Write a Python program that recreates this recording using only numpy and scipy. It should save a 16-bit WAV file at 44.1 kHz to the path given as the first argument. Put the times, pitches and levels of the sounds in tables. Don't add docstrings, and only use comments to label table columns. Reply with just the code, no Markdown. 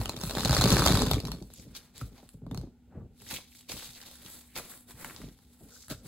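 import sys
import numpy as np
from scipy import signal
from scipy.fft import rfft, irfft, next_fast_len
from scipy.io import wavfile

SR = 44100
rng = np.random.default_rng(int(sys.argv[2]) if len(sys.argv) > 2 else 0)


def master_out(mix):
    frames = np.transpose(np.atleast_2d(mix))
    ceiling = np.clip(frames, -1, 1)
    pcm = np.round(ceiling * 32767).astype(np.int16)
    wavfile.write(sys.argv[1], SR, pcm)


N = 267863
SIZE = next_fast_len(N)
TIME, FREQS = np.arange(N) / SR, np.fft.rfftfreq(SIZE, 1 / SR)

# f/Hz, level/dB
FAN_TONES = [(243, -68), (67.7, -70.5)]
# f/Hz, level/dB
AIR_COLOUR = [(15, -36), (60, 0.5), (130, -8.5), (250, -5.5), (400, -25), (600, -33), (800, -18.5),
              (1100, -36), (1400, -25.5), (1700, -33.5), (2600, -31.5), (5000, -36), (15000, -40)]
# t/s, level/dB
POUR = [(0, -50.5), (.16, -52.5), (.37, -44), (0.531, -36.5), (.67, -32.5), (.92, -34), (1.06, -41.5),
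        (1.2, -51), (1.34, -62), (1.5, -79.5)]
# t/s, level/dB, nominal f/Hz
HEAVY_LANDINGS = [(0, -26, 109), (0.021, -37, 120), (.168, -35, 172), (0.234, -26, 159), (.366, -26, 192),
                  (.452, -22.5, 158), (.496, -16.5, 123), (.586, -20, 127), (.639, -13.5, 186),
                  (.719, -14, 170), (.738, -19, 119), (.788, -17, 227), (.822, -22, 196), (0.865, -26, 305),
                  (.9, -16.5, 186), (.932, -14.5, 147.4), (0.958, -31, 134), (1.02, -28, 246),
                  (1.06, -31, 175), (1.114, -23.5, 152), (1.14, -18.5, 107), (1.234, -27, 161),
                  (1.262, -30, 98), (1.286, -30, 147), (1.336, -32.5, 185), (1.414, -33, 199),
                  (1.666, -42, 200), (2.018, -31, 113), (2.227, -47.5, 258), (2.343, -39, 167.4),
                  (2.42, -37.5, 153.5), (2.439, -42.5, 175.5), (2.466, -35.5, 183), (2.514, -27.5, 196),
                  (2.552, -38, 107), (2.576, -30.5, 126.7), (2.635, -32.5, 237), (2.67, -41.5, 253.6),
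                  (2.951, -41.5, 234.7), (2.972, -37, 141.4), (3.015, -42, 134.7), (3.324, -37, 195),
                  (3.736, -47, 150), (3.883, -50, 127), (4.25, -46.5, 212), (4.942, -47, 101),
                  (5.202, -41.5, 250), (5.235, -38.5, 198), (5.28, -43.5, 239), (5.608, -44.5, 229),
                  (5.909, -35, 198.4), (5.947, -43, 93)]
# ratio to the thud pitch, level/dB, t60/s
MATTRESS_MODES = [(1, 0.5, .07), (.66, -7, 0.095), (1.55, -9, .07), (2.5, -16, .05)]
# f/Hz, level/dB, t60/s
BED_BOOM = [(52.1, -18, 0.35), (111.3, -18.5, .22), (226, -19, 0.13), (448, -30.5, 0.057)]
# middle t/s, length/s, level/dB
BEDDING_STIRS = [(1.634, 0.26, -55.5), (2.073, 0.18, -56.5), (2.566, 0.17, -44), (2.998, 0.14, -47.5),
                 (3.283, 0.21, -57), (3.75, 0.079, -50), (4.27, .07, -72), (4.593, 0.04, -52),
                 (5.09, 0.051, -53.5), (5.242, 0.12, -48.5), (5.653, 0.076, -53), (5.917, 0.039, -37.5),
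                 (6.07, 0.05, -46)]
# f/Hz, level/dB
RUMBLE_COLOUR = [(15, -33), (30, -5.5), (48, 2), (80, 3), (112, 2.5), (150, -1.5), (240, -0.5), (320, -10),
                 (440, -7), (650, -20.5), (1400, -47.5), (3000, -59)]
# middle t/s, length/s, level/dB, body offset/dB, fizz offset/dB
MESH_SLIDES = [(0.004, 0.075, -55.5, 11, 3.5), (.26, 0.12, -53.5, -3, 8), (0.397, 0.093, -45.5, -11, 1),
               (1.427, .14, -72, -7, 4), (1.584, 0.14, -62, -14.5, -1.5), (1.784, 0.25, -68.5, 5, -2),
               (1.981, 0.058, -56, -5, -2), (2.057, .06, -67, -9, 3), (2.189, 0.14, -65, 2.5, -3.5),
               (2.327, 0.09, -75.5, -6, 6), (2.585, 0.14, -70, 0, -11), (3.286, 0.14, -54, -12, 0.5),
               (3.416, 0.071, -60.5, -11, -6), (3.562, 0.15, -62, -19, 0), (3.806, 0.16, -50.5, -7, 0),
               (3.914, 0.25, -54.5, -25, -4), (4.077, 0.31, -57.5, -5, -1.5), (4.32, 0.2, -57.5, -1, 5.5),
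               (4.493, 0.4, -73, -4, 7), (4.636, 0.12, -60.5, 3, 0), (4.723, 0.15, -61.5, 5.5, 8),
               (4.904, 0.044, -57.5, 4, 5), (5.055, 0.16, -56, 7, 4.5), (5.2, 0.18, -61, 3, -1.5),
               (5.388, 0.67, -74.5, -3.5, 2), (5.684, 0.28, -74.5, 7, 10), (5.788, 0.15, -65, -13, 4.5),
               (6.07, 0.064, -61.5, 1.5, 0.5)]
# t/s, hold/s, level/dB, body offset/dB, swish offset/dB
BAG_FLAPS = [(1.75, .018, -49.5, -15, -17), (2.006, 0.0076, -53, -11, -1), (3.302, .06, -46, -10, 0),
             (3.694, 0.024, -44.5, -5, -5), (4.558, 0.026, -46, 0, 1), (5.901, .015, -44.5, -2, -39)]
# f/Hz, level/dB
MESH_BODY = [(80, 5), (200, 8), (380, 3.5), (600, 0.5), (1000, -1.5), (1500, -3.5), (2200, -7), (2800, -15),
             (3600, -27)]
MESH_SWISH = [(1300, -30), (2000, -4), (2500, 5), (3000, -14), (3800, -13)]
MESH_RASP = [(1400, -16), (2100, -9.5), (2900, -5), (3700, 3.5), (4500, 2), (5500, -1), (6800, -3),
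             (8000, -27.5)]
MESH_FIZZ = [(5800, -21.5), (7200, -3), (8500, 5.5), (11000, 3), (13000, 1.5), (15500, -2)]
# t/s, level/dB, hardness/dB (more means less knock), ring f/Hz
BALL_HITS = [(0.014, -42, -5, 4190), (0.0573, -33, 4.5, 2950), (.0942, -31, 0, 4160),
             (0.1656, -39.5, 7, 3660), (0.2124, -38.5, 2.5, 5400), (0.236, -35, 2, 4040),
             (0.2961, -36.5, 2.5, 3890), (0.3092, -34, 0.5, 4150), (0.351, -35, -0.5, 3680),
             (0.3705, -42, -11.5, 4100), (.383, -35, -4, 3650), (0.394, -35.5, 4, 3980),
             (0.4061, -32.5, 4.5, 4150), (0.4336, -39, -4, 3500), (0.4488, -25.5, 10, 4270),
             (0.457, -29.5, -1.5, 3760), (0.475, -34.5, 1, 3880), (0.4946, -29, -0.5, 4330),
             (.5087, -28, 1, 4740), (0.52, -31, 2.5, 3950), (0.53, -30, -3, 3760), (0.5385, -30, 4, 3880),
             (.548, -25, 4, 4580), (.5664, -25, -2.5, 4330), (0.57, -34.5, 1.5, 4250),
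             (0.5782, -29, 6, 5200), (0.5864, -33, -1.5, 4030), (0.6118, -24, 1, 4220),
             (0.619, -26, 2, 4100), (0.6402, -23.5, 2, 3760), (0.657, -26.5, -1, 4380),
             (0.672, -37, -0.5, 4030), (.6823, -31, 11.5, 6000), (0.7039, -23, 6, 4230),
             (0.7179, -28.5, 7.5, 3690), (0.7251, -25.5, 1.5, 5730), (0.7297, -30, 1, 4300),
             (.7565, -35.5, 3.5, 4240), (0.7685, -33.5, -9.5, 4130), (.7824, -31.5, 3.5, 4500),
             (0.7897, -32.5, 1, 3960), (0.7945, -27.5, -3.5, 4420), (.8073, -35.5, -2.5, 3940),
             (.8211, -31.5, -8.5, 4300), (0.8265, -37, -1, 4240), (0.8608, -26, 5, 6100),
             (0.8635, -22, -1.5, 4760), (0.8739, -23, 3.5, 3250), (0.8817, -23, 3.5, 3680),
             (.8918, -36.5, -1, 3550), (0.8965, -29.5, -3, 3940), (0.9055, -30, -1, 3720),
             (0.9222, -30, -2, 3940), (0.9329, -31.5, -1, 4350), (0.9533, -30.5, -3.5, 4020),
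             (.973, -28.5, 2, 3720), (0.992, -30.5, -2.5, 3870), (1.0015, -37, 5, 4340),
             (1.0153, -35.5, -4, 4870), (1.0199, -27, -1, 4000), (1.033, -40.5, 6, 3800),
             (1.0642, -35.5, 0.5, 3600), (1.069, -36.5, -0.5, 4460), (1.0835, -45.5, 9.5, 4310),
             (1.1131, -24.5, 1, 3630), (1.134, -29.5, 3, 4050), (1.143, -35.5, 0, 3280),
             (1.1597, -45.5, -1, 4050), (1.1686, -48, 0, 4780), (1.2018, -38.5, 6.5, 4320),
             (1.2518, -39.5, 2, 3980), (1.2548, -45, 14, 4970), (1.271, -42, 4, 5400),
             (1.283, -46, -6, 3400), (1.3172, -35, 6, 4270), (1.348, -51.5, -3, 4120),
             (1.4249, -51.5, 0.5, 4570), (1.5027, -60.5, -8, 4040), (2.4654, -64.5, -13, 3900),
             (2.5127, -50, -7.5, 3600), (2.546, -47.5, -5.5, 4220), (2.5752, -43.5, 2, 4280),
             (2.6133, -57, -6, 4420)]
# ratio to the ring pitch, level/dB, t60/s
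CORE_MODES = [(1, 0, .0105), (1.14, -5, .01), (.88, -11, .008), (.63, -9, .007), (1.43, -7, .008),
              (1.92, -9, .006)]
# t/s, level/dB, knock offset/dB, tick offset/dB
CORD_SNAPS = [(1.5378, -50.5, -6, 9), (1.7509, -40.5, -10, -12), (1.9797, -46.5, -17, 4.5),
              (2.2906, -49.5, -7, 3), (3.2013, -51.5, -10, -11), (3.2198, -50.5, -2, 2),
              (3.3108, -33.5, -9.5, -3.5), (3.3625, -39, -16, -12), (3.4038, -52, -2, -8),
              (3.6096, -50, -10, 1), (3.7188, -36, -6, -17), (3.7766, -41.5, -8, 0.5),
              (4.0148, -42, -6.5, -8), (4.1547, -48.5, -3.5, 1), (4.2623, -41, -9.5, -13),
              (4.5628, -32.5, -6.5, -12), (4.586, -46, 7, 4), (4.5957, -49, -2, 10), (4.7108, -56, -8, 7),
              (4.721, -62, 6, 2), (4.738, -58, 9, 0), (4.7754, -52, -5, 2), (4.9087, -48.5, 0, -10),
              (4.9158, -55, 3, -4), (5.0458, -48, 14, 10), (5.059, -59, 7, -7), (5.0978, -49.5, 7, 0),
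              (5.109, -56, 11.5, -3), (5.1632, -39, -8, -26), (5.2167, -53, 6, 3), (5.2875, -51, -6, -9),
              (5.389, -59.5, -1, -1), (5.8828, -48, -2.5, 4), (5.9004, -44, -5, -7)]
# middle t/s, length/s, level/dB, f/Hz
MESH_SCRATCHES = [(1.582, 0.066, -56, 5670), (1.77, 0.0093, -47, 4200), (3.295, 0.033, -52, 6500),
                  (3.316, .018, -49, 2680), (3.367, 0.014, -40, 3000), (3.592, 0.041, -60, 5750),
                  (3.697, .008, -46, 2950), (3.779, .014, -44.5, 3900), (4.202, 0.078, -67, 1700),
                  (4.263, .014, -59, 3200), (4.283, 0.024, -58, 1700), (4.521, 0.055, -65.5, 2170),
                  (4.72, .012, -58, 1500), (4.918, 0.0091, -60, 2200), (5.018, 0.037, -55, 1810),
                  (5.103, 0.03, -59, 1910), (5.745, 0.083, -56.5, 5660), (5.83, 0.078, -59, 5500),
                  (5.985, 0.044, -65, 5960)]
# t/s, level/dB, f/Hz, t60/s
HOLLOW_TAP = (2.0135, -33.5, 1320, .021)
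# t/s, level/dB, f/Hz
AIR_POPS = [(2.017, -50, 480), (2.229, -58, 480), (3.311, -44, 745), (3.3155, -43, 695), (3.334, -49, 420),
            (3.3844, -49.5, 600), (3.6974, -43.5, 446), (3.7181, -45, 650), (3.766, -48, 517),
            (3.823, -49, 710), (4.0256, -54.5, 755), (4.562, -44, 580), (4.583, -46, 565),
            (4.596, -41.5, 480)]
# middle t/s, length/s, level/dB, f/Hz, width/octaves
HAND_RUBS = [(2.175, .04, -64, 1160, 1.9), (2.194, 0.034, -57, 635, 1), (2.928, .035, -61.5, 716, 2.06),
             (2.961, 0.046, -52.5, 420, 1.6), (2.966, 0.046, -65, 1150, 1.6), (3.007, .05, -63, 846, 1.4),
             (3.06, 0.071, -65, 328, 0.91), (5.615, 0.0093, -57, 730, .4), (5.722, 0.15, -65.5, 492, 0.14),
             (5.722, 0.029, -62, 1430, .3), (5.766, 0.016, -56.5, 1410, .4),
             (5.915, .025, -42.5, 594, 0.33), (5.919, 0.041, -47, 1420, 0.4), (6.0, 0.15, -64, 500, 0.28),
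             (6.065, 0.026, -60, 270, 0.91)]
# f/Hz, left-right likeness (-1 to 1)
BALLS_IMAGE = [(40, 0.94), (150, 0.94), (500, 0.92), (1600, 1), (2300, .7), (3000, -0.26), (4300, .35),
               (5600, -0.72), (6800, 0.53), (7600, 1), (15000, .93)]
CLOTH_IMAGE = [(40, 0.8), (150, 0.84), (1700, 0.94), (2600, 0.59), (4200, 0.52), (5500, -0.59),
               (6600, -0.065), (7500, 1), (15000, 1)]

KNOCK_HZ, RING_HZ, TICK_HZ = (375, 1690), (1840, 7500), (6200, 11600)
POUR_END_S = POUR[-1][0]
SETTLE_S = .08


def amp(db):
    return 10 ** (np.asarray(db) / 20)


def unit_rms(x):
    return x / np.sqrt(np.mean(x ** 2) + 1e-20)


def at_level(x, db):
    return amp(db) * x / np.sqrt(np.mean(x[:, :176] ** 2, axis=1, keepdims=True) + 1e-20)


def add(mix, s, sound):
    part = mix[..., max(round(s * SR), 0):][..., :sound.shape[-1]]
    part += sound[..., :part.shape[-1]]


def band(x, edges, order=2):
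    return signal.lfilter(*signal.butter(order, np.clip(edges, 60, SR / 2 - 500), "band", fs=SR), x)


def curve(points):
    hz, value = np.transpose(points)
    return np.interp(np.log(FREQS + 1), np.log(hz + 1), value)


def shaped(x, gain):
    return irfft(rfft(x, SIZE) * gain, SIZE)[..., :N]


def coloured(x, colour):
    return unit_rms(shaped(x, amp(curve(colour))))


def wander(rate_hz):
    return unit_rms(shaped(rng.standard_normal(N), np.exp(-np.minimum(FREQS / rate_hz, 6) ** 2)))


def stereo_image(pair, likeness):
    same = np.clip(curve(likeness), -1, 1)
    return np.array([pair[0], shaped(pair[0], same) + shaped(pair[1], np.sqrt(1 - same ** 2))])


def impulse(fade_s, scatter, late, late_s):
    t = np.arange(2048) / SR
    echoes = rng.standard_normal((2, len(t))) * (rng.random((2, len(t))) < .25)
    out = echoes * (scatter * np.exp(-t / fade_s) + late * np.exp(-t / late_s))
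    out[:, 4] += rng.choice([-1, 1], 2)
    return out


def pour_db(s):
    at, db = np.transpose(POUR)
    return np.interp(s, at, db) - 60 * np.clip((s - POUR_END_S) / .1, 0, 1)


def pour_moments(count):
    return (np.arange(count) + rng.random(count)) / count * POUR_END_S


def swell(middle_s, length_s, ends_db=-7.5):
    return amp(ends_db * np.minimum(2 * abs(TIME - middle_s) / length_s, 10) ** 2)


def jerk(s, hold_s, rise_s=.0042, fall_s=.017):
    return np.exp(-np.maximum(s - TIME, 0) / rise_s - np.maximum(TIME - s - hold_s, 0) / fall_s)


def room_tone(air_db=-65.5, waver=.3):
    drift = waver * wander(11)
    hum = sum(amp(db) * np.sqrt(2) * np.sin(2 * np.pi * hz * TIME + drift) for hz, db in FAN_TONES)
    air = stereo_image(coloured(rng.standard_normal((2, N)), AIR_COLOUR), CLOTH_IMAGE)
    return hum * (1 + drift) + amp(air_db) * air


def thud(db, hz, rise_s=.0037, sag=1.74, sag_s=.00248):
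    t = np.arange(SR // 3) / SR
    bent_time = t + sag * sag_s * (1 - np.exp(-t / sag_s))
    swing = 0
    for ratio, mode_db, t60 in MATTRESS_MODES:
        mode_hz = hz * ratio * rng.normal(.923, .046)
        swing += amp(mode_db - 60 * t / t60) * np.sin(2 * np.pi * mode_hz * bent_time)
    boom = sum(amp(mode_db - 60 * t / t60) * np.sin(2 * np.pi * (mode_hz * t + rng.random()))
               for mode_hz, mode_db, t60 in BED_BOOM)
    give = 1 - np.exp(-t / rise_s)
    return amp(db) * (swing + boom) * give / abs(swing * give).max()


def heavy_landings(trim_db=-.86, rebound_s=.03, rebound_db=-11.5, rebound_pitch=.89):
    out = np.zeros(N)
    for s, db, hz in HEAVY_LANDINGS:
        add(out, s, thud(db + trim_db, hz))
        add(out, s + rebound_s, thud(db + trim_db + rebound_db, hz * rebound_pitch))
    return out


def bedding_rumble(trim_db=-2, lump_db=3, rolling_db=5, fidget_db=-69):
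    rolling = amp(pour_db(TIME - SETTLE_S) + rolling_db)
    stirring = sum(amp(db) * swell(s, length) for s, length, db in BEDDING_STIRS)
    rumble = coloured(rng.standard_normal((2, N)), RUMBLE_COLOUR)
    return rumble * (rolling + amp(fidget_db) + stirring) * amp(trim_db + lump_db * wander(30))


def mesh_envelopes(flap_fizz_db=-3):
    moves = [amp([[db], [db + body], [db + fizz]]) * swell(s, length)
             for s, length, db, body, fizz in MESH_SLIDES]
    moves += [amp([[db], [db + body], [db + flap_fizz_db]]) * jerk(s, hold)
              for s, hold, db, body, _ in BAG_FLAPS]
    return np.sqrt(sum(move ** 2 for move in moves))


def thread_catches(per_s, ceiling, spread_db=3):
    size = amp(spread_db * np.minimum(rng.exponential(1, N), ceiling))
    return unit_rms(size * (rng.random(N) < per_s / SR))


def mesh_rustle(body_db=-3, rasp_db=-.5, fizz_db=1.96, swish_db=-5, flutter_db=1.72, shift_db=1.5):
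    grain = .77 + .5 * thread_catches(per_s=1600, ceiling=4)
    threads = rng.standard_normal((2, N)) * grain * amp(flutter_db * wander(62))
    rasp, body, fizz = (part * amp(shift_db * wander(27)) for part in mesh_envelopes())
    swish = sum(amp(db + offset) * jerk(s, hold) for s, hold, db, _, offset in BAG_FLAPS)
    return (coloured(threads, MESH_BODY) * body * amp(body_db)
            + coloured(threads, MESH_RASP) * rasp * amp(rasp_db)
            + coloured(threads, MESH_FIZZ) * fizz * amp(fizz_db)
            + coloured(threads, MESH_SWISH) * swish * amp(swish_db))


def mesh_crinkles(trim_db=-2, spread_db=4, low_hz=1600, high_hz=7000, width=1.35, count=320):
    out, effort = np.zeros((2, N)), mesh_envelopes()[0]
    for when, force, pitch in rng.random((count, 3)):
        at, hz = int(when * N), low_hz * (high_hz / low_hz) ** pitch
        click = impulse(fade_s=.0012, scatter=.62, late=.031, late_s=.0089)
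        crinkle = band(click, (hz / width, hz * width))
        add(out, at / SR, effort[at] * at_level(crinkle, trim_db + spread_db * (2 * force - 1)))
    return out


def clack(knock_db, ring_db, tick_db, ring_hz, detune=.08, uneven_db=5, onset_s=.0009):
    blow = impulse(fade_s=.0012, scatter=.6, late=.02, late_s=.008)
    t = np.arange(blow.shape[1]) / SR
    modes = 0
    for ratio, db, t60 in CORE_MODES:
        varies = ratio != 1
        hz = ring_hz * ratio * (1 + detune * varies * rng.uniform(-1.3, 1))
        mode_db = db + uneven_db * varies * rng.uniform(-1, 1)
        modes += amp(mode_db - 60 * t / t60) * np.sin(2 * np.pi * (hz * t + rng.random((2, 1))))
    ring = at_level(modes * (1 - np.exp(-t / onset_s)), 0) + .62 * at_level(band(blow, RING_HZ), 0)
    dulling = amp(.2 * min(knock_db + 23, 0))
    knock = band(blow, np.array(KNOCK_HZ) * dulling)
    tick = band(blow, TICK_HZ, order=1)
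    return at_level(knock, knock_db) + at_level(ring, ring_db) + at_level(tick, tick_db)


def ball_hits(knock_db=.5, ring_db=1.18, tick_db=-4.5):
    out = np.zeros((2, N))
    for s, db, hardness, hz in BALL_HITS:
        add(out, s, clack(db - hardness + knock_db, db + ring_db, db - .24 * hardness + tick_db, hz))
    return out


def ball_tumble(knock_db=1, ring_db=1, tick_db=-4, spread_db=3, ring_hz=4150, count=50):
    out = np.zeros((2, N))
    for s, (force, knock, pitch) in zip(pour_moments(count), rng.uniform(-1, 1, (count, 3))):
        db = pour_db(s) + spread_db * force
        hz = ring_hz * (1 + .16 * pitch)
        add(out, s, clack(db + knock_db + spread_db * knock, db + ring_db, db + tick_db, hz))
    return out


def ball_jostle(peak_per_s, spread_db, trim_db, knock_db, tick_db, ring_range_hz, balls):
    length = int(POUR_END_S * SR)
    crowd, out = np.zeros((2, length)), np.zeros((2, N))
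    stream_db = pour_db(TIME[:length])
    density = amp(.55 * (stream_db - stream_db.max()))
    for hz in np.geomspace(*ring_range_hz, balls):
        size, chance, sign = rng.random((3, 2 * SR))[:, :length]
        force = amp(spread_db * np.minimum(-np.log(1 - size), 3))
        struck = chance < density * peak_per_s / balls / SR
        hits = force * np.sign(sign - .5) * struck / np.sqrt(density)
        crowd += signal.oaconvolve(hits[None], clack(knock_db, 0, tick_db, hz), axes=1)[:, :length]
    add(out, 0, unit_rms(crowd))
    return out * amp(pour_db(TIME) + trim_db)


def pile_ring(x, ring_db=-12, low_hz=3450, high_hz=4650, t60=.24):
    t = np.arange(SR // 3) / SR
    tail = band(rng.standard_normal((2, len(t))), (low_hz, high_hz)) * amp(-60 * t / t60)
    tail *= amp(ring_db) * np.sqrt(2 * (high_hz - low_hz) / SR) / np.linalg.norm(tail[0])
    return signal.oaconvolve(x, tail, axes=1)[:, :N]


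def light_landings(trim_db=12.5, spread_db=3, low_hz=150, high_hz=380, count=36):
    out = np.zeros(N)
    for s, (force, pitch) in zip(pour_moments(count), rng.random((count, 2))):
        db = pour_db(s) + trim_db + spread_db * (2 * force - 1)
        add(out, s + SETTLE_S, thud(db, low_hz * (high_hz / low_hz) ** pitch))
    return out


def cord_snaps(trim_db=-2.94):
    out = np.zeros((2, N))
    for s, db, knock, tick in CORD_SNAPS:
        click = impulse(fade_s=.0016, scatter=.57, late=.018, late_s=.0066)
        for edges_hz, offset_db in [((900, 2500), knock), ((2400, 6000), 0), (TICK_HZ, tick)]:
            add(out, s, at_level(band(click, edges_hz), db + offset_db + trim_db))
    return out


def mesh_scratches(trim_db=.5, width=1.33):
    grain = .45 + thread_catches(per_s=650, ceiling=3)
    threads = rng.standard_normal((2, N)) * grain
    return sum(amp(db + trim_db) * swell(s, length) * unit_rms(band(threads, (hz / width, hz * width)))
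               for s, length, db, hz in MESH_SCRATCHES)


def hollow_tap():
    s, db, hz, t60 = HOLLOW_TAP
    out, t = np.zeros(N), np.arange(SR // 10) / SR
    add(out, s, amp(db - 60 * t / t60) * np.sin(2 * np.pi * hz * t))
    return out


def air_pops(width=1.76):
    out = np.zeros((2, N))
    for s, db, hz in AIR_POPS:
        puff = impulse(fade_s=.0039, scatter=.44, late=.04, late_s=.01)
        add(out, s, at_level(band(puff, (hz / width, hz * width)), db))
    return out


def hand_rubs(trim_db=-3):
    out = np.zeros(N)
    for s, length, db, hz, octaves in HAND_RUBS:
        edges_hz = hz * 2 ** (np.array([-.5, .5]) * octaves)
        friction = unit_rms(band(rng.standard_normal(N), edges_hz, order=3))
        out += amp(db + trim_db) * swell(s, length) * friction
    return out


def bedroom(x, wet_db, near_gain, low_t60=.36, high_t60=.33):
    t = np.arange(SR // 2) / SR
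    wash = rng.standard_normal((2, len(t))) * np.clip((t - .004) / .0042, 0, 1)
    tail = band(wash, (90, 4500)) * amp(-60 * t / low_t60)
    tail += 1.3 * band(wash[::-1], (4500, 15000)) * amp(-60 * t / high_t60)
    tail *= amp(wet_db) / np.linalg.norm(tail[0])
    for delay_s in np.geomspace(.004, .021, 6):
        at = (SR * delay_s * rng.uniform(.9, 1.1, 2)).astype(int)
        tail[[0, 1], at] += near_gain * rng.choice([-1, 1], 2) * np.exp(-delay_s / .049)
    return signal.oaconvolve(x, tail, axes=1)[:, :N]


def scene():
    dull_jostle = ball_jostle(peak_per_s=260, spread_db=4, trim_db=-9.5, knock_db=-3.5, tick_db=-5,
                              ring_range_hz=(2260, 3230), balls=8)
    balls = ball_hits() + ball_tumble() + dull_jostle
    balls += ball_jostle(peak_per_s=520, spread_db=2.5, trim_db=.85, knock_db=-1.5, tick_db=-4.5,
                         ring_range_hz=(3150, 5200), balls=20)
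    bed = heavy_landings() + light_landings() + hollow_tap() + hand_rubs()
    bag = mesh_rustle() + mesh_crinkles() + cord_snaps() + mesh_scratches() + air_pops()
    tails = pile_ring(balls) + bedroom(balls + bed, wet_db=-14, near_gain=.16)
    balls = stereo_image(balls + tails + bedding_rumble(), BALLS_IMAGE)
    bag = stereo_image(bag + bedroom(bag, wet_db=-12.5, near_gain=.18), CLOTH_IMAGE)
    return (balls + bag + bed) * amp([[.15], [-.15]]) + room_tone()


def record(dry, lag_above_hz=7600, cutoff_hz=15900):
    lag_phase = 2 * np.pi * np.maximum(FREQS - lag_above_hz, 0) / 3740
    wide = shaped(dry, np.exp(.5j * np.array([-lag_phase, lag_phase])))
    high_cut = signal.firwin(401, cutoff_hz, window=("kaiser", 9), fs=SR)
    return signal.oaconvolve(wide, high_cut[None], "same")


dry = scene()
out = record(dry)
master_out(out)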